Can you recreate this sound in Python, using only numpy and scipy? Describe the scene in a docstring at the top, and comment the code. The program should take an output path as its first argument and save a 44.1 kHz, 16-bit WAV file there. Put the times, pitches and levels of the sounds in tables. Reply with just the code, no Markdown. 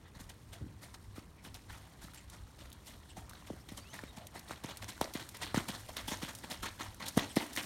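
"""A faint rumble lies under everything; soft squelches, hoarse bird calls and one dull boom come early.
Thin whistles follow, as a horse canters round a waterlogged arena, from the far mud into puddles close by.
Each hoof shuts an air pocket with a thud that falls in pitch; mud is filtered random clicks and ringing bubbles.
Spray is a fizz of fine clicks that patters back down, with sharp spits and pitched drops of water.
Metal tack buzzes now and then; the surroundings add dull echoes to hooves and mud."""
import sys
import numpy as np
from scipy import signal
from scipy.fft import rfft, irfft, next_fast_len
from scipy.io import wavfile

SR = 44100
rng = np.random.default_rng(int(sys.argv[2]) if len(sys.argv) > 2 else 0)


def master_out(mix):
    """Clip the mix to full scale and print it as 16-bit PCM to the path in sys.argv[1]."""
    frames = np.transpose(np.atleast_2d(mix))
    ceiling = np.clip(frames, -1, 1)
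    pcm = np.round(ceiling * 32767).astype(np.int16)
    wavfile.write(sys.argv[1], SR, pcm)


N = 337365
TIME = np.arange(N) / SR

# churned water that keeps stirring as the horse comes near: (time [s], relative level [dB])
WASH = [(0, -69.5), (1.2, -69.5), (2.9, -65.5), (4.3, -65), (5.2, -60.5), (6.2, -60), (6.9, -64.5),
        (7.65, -56)]
# a hoof lands, thuds and throws a splash; levels are relative within each layer, swell counts to the thud's crest:
# (time [s], thud level [dB], starting pitch [Hz], swell [cycles at starting pitch],
#  squelch level [dB], spray level [dB], bubble pitch [Hz])
STRIKES = [(0.158, -51.5, 360, 1.6, -55, -63, 1200), (0.2055, -50.5, 346, 2.1, -55, -50.5, 1530),
           (1.1811, -36, 650, 0.91, -65, -67, 1240), (1.4675, -48, 533, 1.7, -63, -71, 870),
           (2.041, -45, 335, 1.2, -59, -62, 1250), (3.176, -43.5, 374, 1.4, -50.5, -52, 1100),
           (3.501, -34, 990, 3.5, -60, -57, 965), (3.532, -45.5, 770, 3.4, -88, -74, 1250),
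           (3.719, -40, 516, 1.3, -55.5, -52, 1170), (4.0354, -36.0, 760, 1.1, -55, -73, 1910),
           (4.1732, -47, 340, 1.9, -51.5, -55, 810), (4.3594, -38.5, 1790, 1.8, -74, -56, 1590),
           (4.5089, -31.5, 2200, 2.6, -45, -49.5, 1560), (4.6439, -34, 686, 1.33, -43, -52, 1530),
           (5.0127, -19.5, 1807, 1.97, -34, -44.5, 870), (5.1531, -29, 584, 1.02, -39, -46, 3080),
           (5.5447, -20, 2150, 1.23, -37.5, -37, 1540), (5.5732, -22, 460, 1.13, -36.5, -53, 1220),
           (5.695, -34, 456, 1.05, -41, -49, 1830), (6.0836, -37, 530, 1.3, -41, -37, 3730),
           (6.119, -30.5, 570, 0.98, -36.5, -42.5, 1820), (6.231, -32.5, 400, 1, -39, -44, 3100),
           (6.633, -35, 496, 0.64, -41, -41.5, 1600), (6.8094, -34, 1644, 0.78, -45, -51, 1630),
           (7.1723, -16.5, 480, 0.67, -40, -41, 820), (7.177, -13, 1020, 0.47, -33.5, -50, 1820),
           (7.3695, -15.5, 640, 0.85, -34, -41, 1930), (7.5745, -40, 1660, 2.7, -33.5, -38.5, 2330)]


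def from_db(db):
    """Amplitude ratio of a level: 20 dB for each factor of ten."""
    return 10 ** (np.asarray(db) / 20)


def rms_one(x):
    """Normalises the mean power to one."""
    return x / np.sqrt(np.mean(x ** 2) + 1e-20)


def at_hz(points, hz):
    """Interpolates a spectrum in dB along logarithmic frequency."""
    points = np.array(points)
    return np.interp(np.log(hz), np.log(points[:, 0]), points[:, 1])


def band(x, low_hz, high_hz):
    """Band-pass filtering by a Butterworth response."""
    sos = signal.butter(2, [low_hz, min(high_hz, .45 * SR)], "band", fs=SR, output="sos")
    return signal.sosfilt(sos, x + 1e-18)


def bell(x, hz, db, q):
    """Resonance: adding a scaled narrow band lifts or lowers it."""
    return x + (from_db(db) - 1) * signal.lfilter(*signal.iirpeak(hz, max(q, .5), fs=SR), x)


def noise():
    """White noise: equal mean power at every frequency."""
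    return rng.standard_normal(N)


def steady_noise(colour):
    """Spectral shaping of white noise to the given colour, with rms 1."""
    size = next_fast_len(N)
    hz = np.maximum(np.fft.rfftfreq(size, 1 / SR), 1)
    gain = from_db(at_hz(colour, hz)) * np.minimum(hz / colour[0][0], 1)
    return rms_one(irfft(rfft(rng.standard_normal(size)) * gain, size)[:N])


def drops(per_s, spread_db):
    """Shot noise: independent random clicks of uneven size and either sign, with rms 1."""
    chance = rng.random(N)
    at = np.flatnonzero(chance < per_s / SR)
    rarity = -np.log(chance[at] * SR / per_s + 1e-9)
    signs = 2 * rng.integers(0, 2, len(at)) - 1
    clicks = np.zeros(N)
    clicks[at] = from_db(spread_db * np.minimum(rarity, 4)) * signs
    return rms_one(clicks)


def sputter(rate_hz, depth_db):
    """Random amplitude modulation: low-passed noise gives uneven surges, a gain of rms 1."""
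    steps = TIME[::20]
    keep = np.exp(-2 * np.pi * rate_hz * steps[1])
    gushes = rms_one(signal.lfilter([1], [1, -2 * keep, keep * keep], rng.standard_normal(len(steps))))
    return np.interp(TIME, steps, rms_one(from_db(depth_db * np.clip(gushes, -2, 2))))


def bank(colour, excite):
    """Third-octave filtering: bands with separate calls of excite, together of rms 1: (centres, bands)."""
    edges = 22 * 2 ** (np.arange(30) / 3)
    edges = edges[edges > colour[0][0] * .7]
    centres = np.sqrt(edges[1:] * edges[:-1])
    bands = np.array([from_db(at_hz(colour, hz)) * band(excite(), low, high)
                      for hz, low, high in zip(centres, edges, edges[1:])])
    return centres, bands / np.sqrt(np.mean(bands.sum(axis=0) ** 2))


def burst(s, rise, decay, patter_db, patter_s):
    """Two-stage decay: a splash swells, collapses and leaves falling drops: (samples, envelope)."""
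    span = slice(max(0, int((s - .1) * SR)), min(N, int((s + .4) * SR)))
    age = TIME[span] - s
    after = np.maximum(age, 0)
    collapse = np.exp(-after / max(decay, .001))
    patter = from_db(patter_db) * np.exp(-after / patter_s)
    swell = np.exp(-(np.minimum(age, 0) / max(rise, .0005)) ** 2)
    return span, np.hypot(collapse, patter) * swell


def rising_note(hz, age, life, glide):
    """Frequency modulation: the phase runs ahead as the note ages, so the pitch rises."""
    return np.sin(2 * np.pi * hz * age * (1 + glide * np.minimum(life, 2)))


def wash_level(times):
    """Linear interpolation in dB of the churned water's relative level."""
    return np.interp(times, *np.transpose(WASH))


def air():
    """Broadband ambience: steady coloured noise of the open air."""
    # spectrum of the air: (frequency [Hz], relative spectral level [dB])
    air_colour = [(30, -37), (60, 6), (110, 0), (200, -6.5), (400, -14), (700, -22), (1000, -19.5),
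                  (2000, -29.5), (3300, -34.5), (5000, -49), (9000, -51), (11000, -71), (16000, -41)]
    return from_db(-57) * steady_noise(air_colour)


def rumble():
    """Low-frequency ambience: coloured noise wanders in level about one mean."""
    # spectrum of the rumble: (frequency [Hz], relative spectral level [dB])
    rumble_colour = [(25, 7), (40, -2), (55, 8), (80, -16), (100, 10.5), (130, -24.5), (250, -17.5),
                     (600, -62)]
    return from_db(-57) * sputter(rate_hz=5, depth_db=5.5) * steady_noise(rumble_colour)


def boom(s, start_hz, hz, db, decay, tail_db, roll_db):
    """Decaying oscillation: one dull, distant boom sinks in pitch, with a low tail and a fluttering roll."""
    tail_decay_s = .1
    age = np.maximum(TIME - s, 0)
    pitch = hz + (start_hz - hz) * np.exp(-age / 0.0097)
    phase = 2 * np.pi * np.cumsum(pitch * (age > 0)) / SR
    note = np.exp(-(age / decay) ** 2) * np.sin(phase)
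    fade = np.exp(-age / tail_decay_s)
    tail = rms_one(band(noise(), 66, 120)) * fade
    roll = rms_one(band(noise(), 170, 340)) * sputter(rate_hz=45, depth_db=4) * fade
    onset = 1 - np.exp(-age / 0.0011)
    return onset * (from_db(db) * note + from_db(tail_db) * tail + from_db(roll_db) * roll)


def birds():
    """Frequency-swept tones make thin, wavering whistles; narrow noise bands make hoarse calls."""
    # thin whistles: (time [s], length [s], start pitch [Hz], end pitch [Hz], level [dB])
    whistles = [(3.592, 0.036, 4330, 6100, -63), (3.797, 0.053, 4400, 4830, -61),
                (3.893, .05, 6000, 6450, -59), (3.819, 0.13, 2260, 3400, -62),
                (4.073, 0.042, 3820, 3700, -58), (4.363, 0.032, 4030, 4600, -57),]
    # hoarse far-off calls, blurred by distance, half width taken at half amplitude:
    # (crest time [s], half width [s], pitch [Hz], level [dB], octave above re pitch band [dB])
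    far_calls = [(0.066, 0.018, 1800, -65, -4), (0.548, 0.033, 660, -62.5, -20),
                 (1.395, 0.022, 2270, -67.5, -10), (1.74, .016, 2650, -63, -12),
                 (1.833, 0.13, 695, -68, -20), (3.394, .025, 3460, -70, -20),
                 (3.585, 0.011, 1350, -63, -20), (4.232, 0.036, 650, -58, -15)]
    out = np.zeros(N)
    waver, flutter = sputter(rate_hz=50, depth_db=.05), sputter(rate_hz=50, depth_db=2.0)
    for s, length, start_hz, end_hz, db in whistles:
        progress = np.clip((TIME - s) / length, 0, 1)
        pitch = (start_hz + (end_hz - start_hz) * progress) * waver
        tone = np.sin(2 * np.pi * np.cumsum(pitch) / SR)
        out += from_db(db) * flutter * np.sin(np.pi * progress) * tone
    for s, half, hz, db, octave_db in far_calls:
        span = np.abs(TIME - s) < 2 * half
        count = span.sum()
        low, high = (rms_one(band(rng.standard_normal(count), 0.87 * k * hz, 1.13 * k * hz)) for k in (1, 2))
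        out[span] += from_db(db) * np.hanning(count) * (low + from_db(octave_db) * high)
    return out


def buckle(width_hz):
    """Modal resonance: chattering metal parts of the tack ring at a few high pitches."""
    # ringing modes of the metal: (frequency before pitch share [Hz], relative level [dB])
    buckle_modes = [(3350, 1.5), (5550, -4), (8800, 2), (9500, -4)]
    # each buzz: (time [s], relative level [dB], pitch as a share of the modes [1])
    buzzes = [(2.181, -59, .84), (3.106, -62, 0.92), (7.311, -54, 0.94)]
    buzz_spread_s = 0.0097
    out = np.zeros(N)
    for s, level_db, share in buzzes:
        span = np.abs(TIME - s) < .1
        swell = np.exp(-.5 * ((TIME[span] - s) / buzz_spread_s) ** 2)
        chatter = drops(per_s=1500, spread_db=1.0)[span] * swell
        for hz, db in buckle_modes:
            ring = band(chatter, share * hz - width_hz / 2, share * hz + width_hz / 2)
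            out[span] += from_db(level_db + db) * ring
    return np.sqrt(SR / 2 / width_hz) * out  # makes up for the power lost to the narrow bands


def crumbs(level_db):
    """Sparse impacts: loose crumbs of mud keep settling with small knocks."""
    # filter on the knocks: (frequency [Hz], relative gain [dB])
    crumb_colour = [(400, 3.5), (1500, 2), (4000, -11.5), (9000, -24)]
    centres, bands = bank(crumb_colour, lambda: drops(per_s=22, spread_db=2.5))
    return from_db(wash_level(TIME) + level_db) * bands.sum(axis=0)


def splashes():
    """Each landing or splash between thuds is a source of mud and water: rows for the splash layers.

    Rows are (time [s], squelch level [dB], spray level [dB], bubble pitch [Hz], rise [s], decay [s])."""
    # squelches and splashes between the thuds: toes skimming in, hooves pulling free, clods landing;
    # (crest time [s], relative squelch level [dB], relative spray level [dB], bubble pitch [Hz], decay [s])
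    between_table = [(0.297, -51.5, -49, 3750, 0.0093), (0.538, -54.5, -52.5, 2220, 0.023),
                     (0.829, -53, -52, 1930, 0.041), (0.944, -50, -49.5, 955, 0.0077),
                     (1.165, -54.5, -54.5, 1610, 0.024), (1.451, -51.5, -51, 1020, 0.022),
                     (1.551, -47, -49, 5300, 0.014), (1.703, -53, -55, 1270, 0.1),
                     (2.026, -58, -51.5, 1630, 0.037), (2.152, -60.5, -56, 2580, 0.045),
                     (2.329, -53.5, -57, 1240, 0.032), (2.6, -54, -57.5, 910, 0.055),
                     (2.872, -54.5, -50.5, 1830, 0.047), (3.306, -59, -58, 1170, 0.0075),
                     (3.339, -58, -64, 1280, 0.054), (3.473, -52, -53.5, 1030, 0.012),
                     (3.69, -48.5, -52, 3450, 0.01), (3.777, -48, -43.5, 1340, 0.012),
                     (3.944, -46, -54, 1390, 0.045), (4.356, -49.5, -51, 1085, 0.026),
                     (4.493, -50, -54, 940, 0.025), (4.696, -45, -56.5, 1840, 0.032),
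                     (4.826, -43.5, -46, 1390, 0.013), (4.891, -42, -41, 3120, 0.014),
                     (5.204, -45, -49, 2860, 0.016), (5.35, -46.5, -51, 2130, 0.011),
                     (5.428, -37.5, -46, 2430, 0.032), (5.561, -50, -51, 1450, 0.0078),
                     (5.687, -40.5, -38, 2410, 0.0085), (5.749, -44, -48, 1410, 0.017),
                     (5.891, -44.5, -46.5, 950, 0.0077), (5.971, -37, -43.5, 3200, 0.011),
                     (5.996, -46.5, -54, 1710, 0.03), (6.29, -42.5, -44.5, 1010, 0.012),
                     (6.44, -45, -51, 1580, 0.012), (6.515, -38.5, -41, 3300, 0.02),
                     (6.661, -36, -53, 1590, 0.014), (6.801, -39, -56, 1600, 0.017),
                     (6.85, -46, -54, 1280, 0.026), (7.008, -44.5, -66, 1620, 0.014),
                     (7.029, -43.5, -55, 1200, 0.024), (7.066, -45, -44, 2430, 0.016),
                     (7.084, -45.5, -36, 2760, 0.011), (7.222, -44, -70, 580, 0.013),
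                     (7.243, -49.5, -63, 2800, 0.018), (7.418, -49, -47, 970, 0.042),
                     (7.634, -77, -44.5, 2260, 0.058)]
    rise_cycles, landing_decay_s = 3.6, .024  # a landing rises over cycles of its thud's starting pitch
    rise_share, rise_max_s = 0.54, 0.013  # the others rise for a share of their decay, up to a limit
    landings = [(s, db, spray_db, bubble_hz, rise_cycles / hz, landing_decay_s)
                for s, thud_db, hz, swell_cycles, db, spray_db, bubble_hz in STRIKES]
    between = [(s, db, spray_db, hz, min(rise_share * decay, rise_max_s), decay)
               for s, db, spray_db, hz, decay in between_table]
    return np.array(landings + between)


def stray_drops():
    """Poisson arrivals: flung drops land at random, louder where water is churned.

    Rows are (time [s], relative peak level [dB], decay [s])."""
    per_s, over_wash_db, decay_s = 5.0, 4, 0.0012
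    times = TIME[rng.random(N) < per_s / SR]
    return [(s, db, decay_s) for s, db in zip(times, wash_level(times) + over_wash_db)]


def spits(level_db):
    """Transient noise: each sharp spit of water is a bright crack a few milliseconds long."""
    # a toe meets a puddle or a flung drop lands: (time [s], relative peak level [dB], decay [s])
    spit_table = [(1.5435, -33, 0.0045), (2.136, -32, 0.0019), (2.145, -29, .003), (2.1584, -36, 0.0025),
                  (2.299, -31.5, 0.0045), (2.701, -36, 0.0027), (2.728, -28.5, 0.0039),
                  (3.2943, -28, 0.005), (4.2694, -23.5, 0.0029), (4.394, -26.5, 0.0032),
                  (4.638, -27, 0.0037), (4.771, -22.5, 0.0043), (5.0131, -10.5, 0.0011),
                  (5.1373, -23, 0.0063), (5.290, -25, 0.005), (5.369, -28, 0.0048), (5.9677, -22, 0.0038),
                  (6.082, -44, .0034), (6.3504, -24.5, 0.0061), (6.387, -25, 0.0018), (6.5, -28, 0.0037),
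                  (6.631, -28, .003), (6.945, -30.5, .003), (7.173, -13.5, 0.0038), (7.3575, -22, 0.0039),
                  (7.363, -18.5, 0.0036), (7.5306, -27, 0.012), (7.552, -27.5, 0.0092),
                  (7.5627, -19, 0.0051)]
    envelope = np.zeros(N)
    for s, db, decay in [*spit_table, *stray_drops()]:
        span = slice(int(s * SR), int((s + .05) * SR))
        envelope[span] += from_db(db + level_db) * np.exp(-(TIME[span] - s) / decay)
    return band(envelope * drops(per_s=14000, spread_db=0.5), 3250, 12400)


def droplets(thrown, level_db, fall_s, decay, count):
    """Damped oscillation: thrown water comes down as separate ticks, each at its own pitch."""
    low_hz, high_hz = 1290, 6680
    out, age = np.zeros(N + SR), TIME[:SR // 100]
    for s, db, spray_db, hz, rise, splash_decay in thrown:
        for wait, size, height in zip(rng.exponential(1, count), rng.random(count), rng.random(count)):
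            pitch = low_hz * (high_hz / low_hz) ** height
            tick = np.sin(2 * np.pi * pitch * age) * np.exp(-age / decay)
            at = int((s + min(wait, 4) * (splash_decay + fall_s)) * SR)
            out[at:at + len(age)] += from_db(db + level_db - 5 * wait) * size * tick
    return out[:N]


def spray(thrown, level_db, wash_db, crackle):
    """Summed droplet impacts: a fine fizz with sharp clicks that span the whole treble."""
    # filter on the droplets: (frequency [Hz], relative gain [dB])
    spray_colour = [(1500, -30), (3500, -1.5), (5000, 6.5), (6500, 1.5), (8000, 5), (10000, 3), (12500, 0),
                    (16000, -14)]
    clicks = drops(per_s=2200, spread_db=29.0)
    centres, bands = bank(spray_colour, lambda: drops(per_s=5400, spread_db=4.0) + crackle * clicks)
    power = from_db(wash_level(TIME) + wash_db) ** 2
    for s, db, spray_db, hz, rise, decay in thrown:
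        span, envelope = burst(s, rise, decay, patter_db=-19.5, patter_s=0.53)
        power[span] += (from_db(spray_db + level_db) * envelope) ** 2
    return np.sqrt(power) * bands.sum(axis=0)


def bubbles(thrown, level_db, cycles, glide, spread_octaves, count):
    """Bubble resonance: larger bubbles ring and rise in pitch as they surface; late ones are fainter."""
    out, age = np.zeros(N + SR), TIME[:SR // 40]
    for s, db, spray_db, hz, rise, decay in thrown:
        for wait, size, chance in zip(rng.exponential(1, count), rng.normal(0, 1, count), rng.random(count)):
            pitch = min(hz * 2 ** (spread_octaves * size), 9000)
            life = age * pitch / cycles
            note = rising_note(pitch, age, life, glide) * np.exp(-np.log(1000) * life)  # -60 dB at life 1
            at = int((s + wait * (decay + .008)) * SR)
            out[at:at + len(age)] += from_db(db + level_db - 5 * wait) * chance * note
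    return out[:N]


def smacks(level_db, cycles, glide, crack_db):
    """Impulsive cavity resonance: each pocket opens with a tiny crack and a short ring rising in pitch."""
    # mud pockets smack open and flung clods land: (time [s], relative level [dB], pitch [Hz])
    smack_table = [(1.544, -30, 5350), (1.699, -44, 990), (2.084, -36.5, 1270), (2.136, -42, 1380),
                   (2.718, -34.5, 3680), (3.312, -35, 1140), (3.3342, -34, 1520), (3.4241, -39, 1070),
                   (3.689, -28.5, 3350), (3.991, -25, 1710), (4.038, -30.5, 2200), (4.178, -35.5, 840),
                   (4.638, -37, 990), (4.698, -28, 3450), (4.8252, -32, 2030), (4.844, -27, 6000),
                   (4.979, -33, 1480), (5.348, -36, 2020), (5.424, -28, 3720), (5.5615, -21, 1730),
                   (5.581, -19.5, 1450), (5.6, -27, 1010), (5.656, -36, 1180), (5.6913, -28, 1970),
                   (5.8893, -40, 960), (5.9687, -20, 3540), (6.0809, -25.5, 850), (6.219, -29.5, 1200),
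                   (6.4364, -35, 1880), (6.499, -38, 690), (6.5122, -19, 3800), (6.631, -28, 1260),
                   (6.7983, -30, 964), (7.0063, -29.5, 1050), (7.188, -25, 975), (7.1925, -24, 1910),
                   (7.1948, -16.5, 3650), (7.413, -25, 870), (7.563, -23, 1830), (7.574, -19.5, 3200),
                   (7.589, -27, 2720)]
    out, age = np.zeros(N + SR), TIME[:SR // 40]
    for s, db, hz in smack_table:
        life = age * hz / cycles
        note = rising_note(hz, age, life, glide) * np.exp(-life)
        crack = from_db(crack_db) * rng.standard_normal(len(age)) * np.exp(-age / 0.00073)
        at = int(s * SR)
        out[at:at + len(age)] += from_db(db + level_db) * (note + crack)
    return out[:N]


def squelches(thrown, focus_db, width_octaves, patchy_db, level_db):
    """Cavity resonance: mud bursts into small cavities that crowd round one pitch for each splash."""
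    # filter on the mud: (frequency [Hz], relative gain [dB])
    squelch_colour = [(150, 5), (280, 7), (430, -0.5), (650, 3.5), (1050, 3), (1400, -3), (2000, 1.5),
                      (2600, -6), (3600, 2.5), (5000, -8), (7000, -6.5), (15000, -24.5)]
    grain_share = 0.29
    grains = drops(per_s=450, spread_db=3.0)  # coarse grains crackle through all cavities at once

    def cavity():
        """Amplitude-modulated shot noise: one cavity opens and shuts on its own."""
        clicks = drops(per_s=1100, spread_db=1.5) + grain_share * rng.choice([-1, 1]) * grains
        return clicks * sputter(rate_hz=22.0, depth_db=2.5)

    centres, bands = bank(squelch_colour, cavity)
    out = from_db(wash_level(TIME)) * bands.sum(axis=0)
    for s, db, spray_db, hz, rise, decay in thrown:
        span, envelope = burst(s, rise, decay, patter_db=-57, patter_s=0.017)
        nearness = np.exp(-.5 * (np.log2(centres / hz) / width_octaves) ** 2)
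        patchy = patchy_db * rng.standard_normal(len(centres))
        gains = from_db(db + level_db + focus_db * (nearness - 1) + patchy)
        out[span] += envelope * (gains @ bands[:, span])
    return out


def slosh(level_db, lag, decay):
    """Low resonance: water runs back into each print after the strike and gurgles at its own pitch."""
    centre_hz, spread_octaves = 290, 0.2
    out, glugs = np.zeros(N), drops(per_s=200, spread_db=-1.0)
    for (s, db, *_), size in zip(STRIKES, rng.uniform(-1, 1, len(STRIKES))):
        span, envelope = burst(s + lag, 0.0023, decay, patter_db=-17.5, patter_s=0.4)
        hz = centre_hz * 2 ** (spread_octaves * size)
        gurgle = rms_one(band(glugs[span], hz / 1.25, hz * 1.25))
        out[span] += from_db(db + level_db) * envelope * gurgle
    return out


def thuds(final_hz, level_db):
    """Damped oscillation: the squeezed air pocket knocks with a falling pitch, and the soft ground gives."""
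    ground_hz, ground_decay_s, ground_db = 121, 0.0047, -11.5
    out = np.zeros(N)
    for s, db, hz, swell_cycles, *_ in STRIKES:
        swell = swell_cycles / hz
        span = slice(int(s * SR), int((s + .06) * SR))
        age = np.maximum(TIME[span] - s, 0)
        cycles = final_hz * age + (hz - final_hz) * swell * (1 - np.exp(-age / swell))
        knock = age / swell * np.exp(1 - age / swell) * np.sin(2 * np.pi * cycles)
        give = np.exp(-age / ground_decay_s) * np.sin(2 * np.pi * ground_hz * age)
        out[span] += from_db(db + level_db) * knock + from_db(db + ground_db) * give
    return band(out, 62, 2800)


def low_body(x):
    """Two resonances: hooves and mud are fuller near 250 Hz and thinner near 450 Hz."""
    return bell(bell(x, hz=248, db=2.0, q=2.4), hz=448, db=-4.0, q=6.8)


def outdoors(x, scatter_db, scatter_s):
    """Reflection by convolution: a few dull echoes and a thin scatter from the surroundings."""
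    # echoes from fence and trees, before band-passing: (delay [s], gain [dB])
    echoes = [(.063, -22.5), (.094, -26)]
    age = TIME[:SR // 2]
    response = rng.standard_normal(len(age)) * np.exp(-age / scatter_s) * (1 - np.exp(-age / 0.00031))
    response *= from_db(scatter_db) / np.linalg.norm(response)
    for delay, db in echoes:
        response[int(delay * SR)] += from_db(db)
    return x + band(signal.fftconvolve(x, response)[:N], 230, 5800)


def scene():
    """Superposition: hooves, mud and water in the open arena, over air, rumble and far-off sounds."""
    far = boom(s=.610, start_hz=185, hz=95, db=-37, decay=0.042, tail_db=-43, roll_db=-53.5) + birds()
    thrown = splashes()
    water = spray(thrown, level_db=-3.5, wash_db=-4.0, crackle=0.084) * sputter(rate_hz=64, depth_db=2.0)
    water += spits(level_db=-13.5)
    mud = squelches(thrown, focus_db=4.0, width_octaves=0.9, patchy_db=2.5, level_db=-1.5)
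    mud *= sputter(rate_hz=80, depth_db=2.5)
    mud += bubbles(thrown, level_db=4.5, cycles=18, glide=0.12, spread_octaves=0.7, count=9)
    mud += droplets(thrown, level_db=11, fall_s=.012, decay=.00045, count=10)
    mud += crumbs(level_db=-4)
    mud += smacks(level_db=-6.5, cycles=2.1, glide=0.011, crack_db=-11.5)
    hooves = thuds(final_hz=129, level_db=0.7) + slosh(level_db=-35.5, lag=0.036, decay=0.045)
    near = outdoors(low_body(hooves + mud), scatter_db=-12.5, scatter_s=0.047)
    return (near + water + buckle(width_hz=700) + air() + rumble() + far)[None]


def record(dry):
    """Transducer response: a small microphone loses deep bass and ripples the treble; the top is cut steeply."""
    # peaks and dips of the microphone: (frequency [Hz], gain [dB], Q [1])
    ripples = [(4910, -5, 11.6), (7800, -3, 6), (9160, 2, 8), (10480, -7.5, 15)]
    cutoff_hz = 16100
    thin = signal.sosfilt(signal.butter(2, 40, "high", fs=SR, output="sos"), dry)
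    for hz, db, q in ripples:
        thin = bell(thin, hz, db, q)
    return signal.sosfilt(signal.ellip(10, .2, 80, cutoff_hz, fs=SR, output="sos"), thin)


dry = scene()
out = record(dry)
master_out(out)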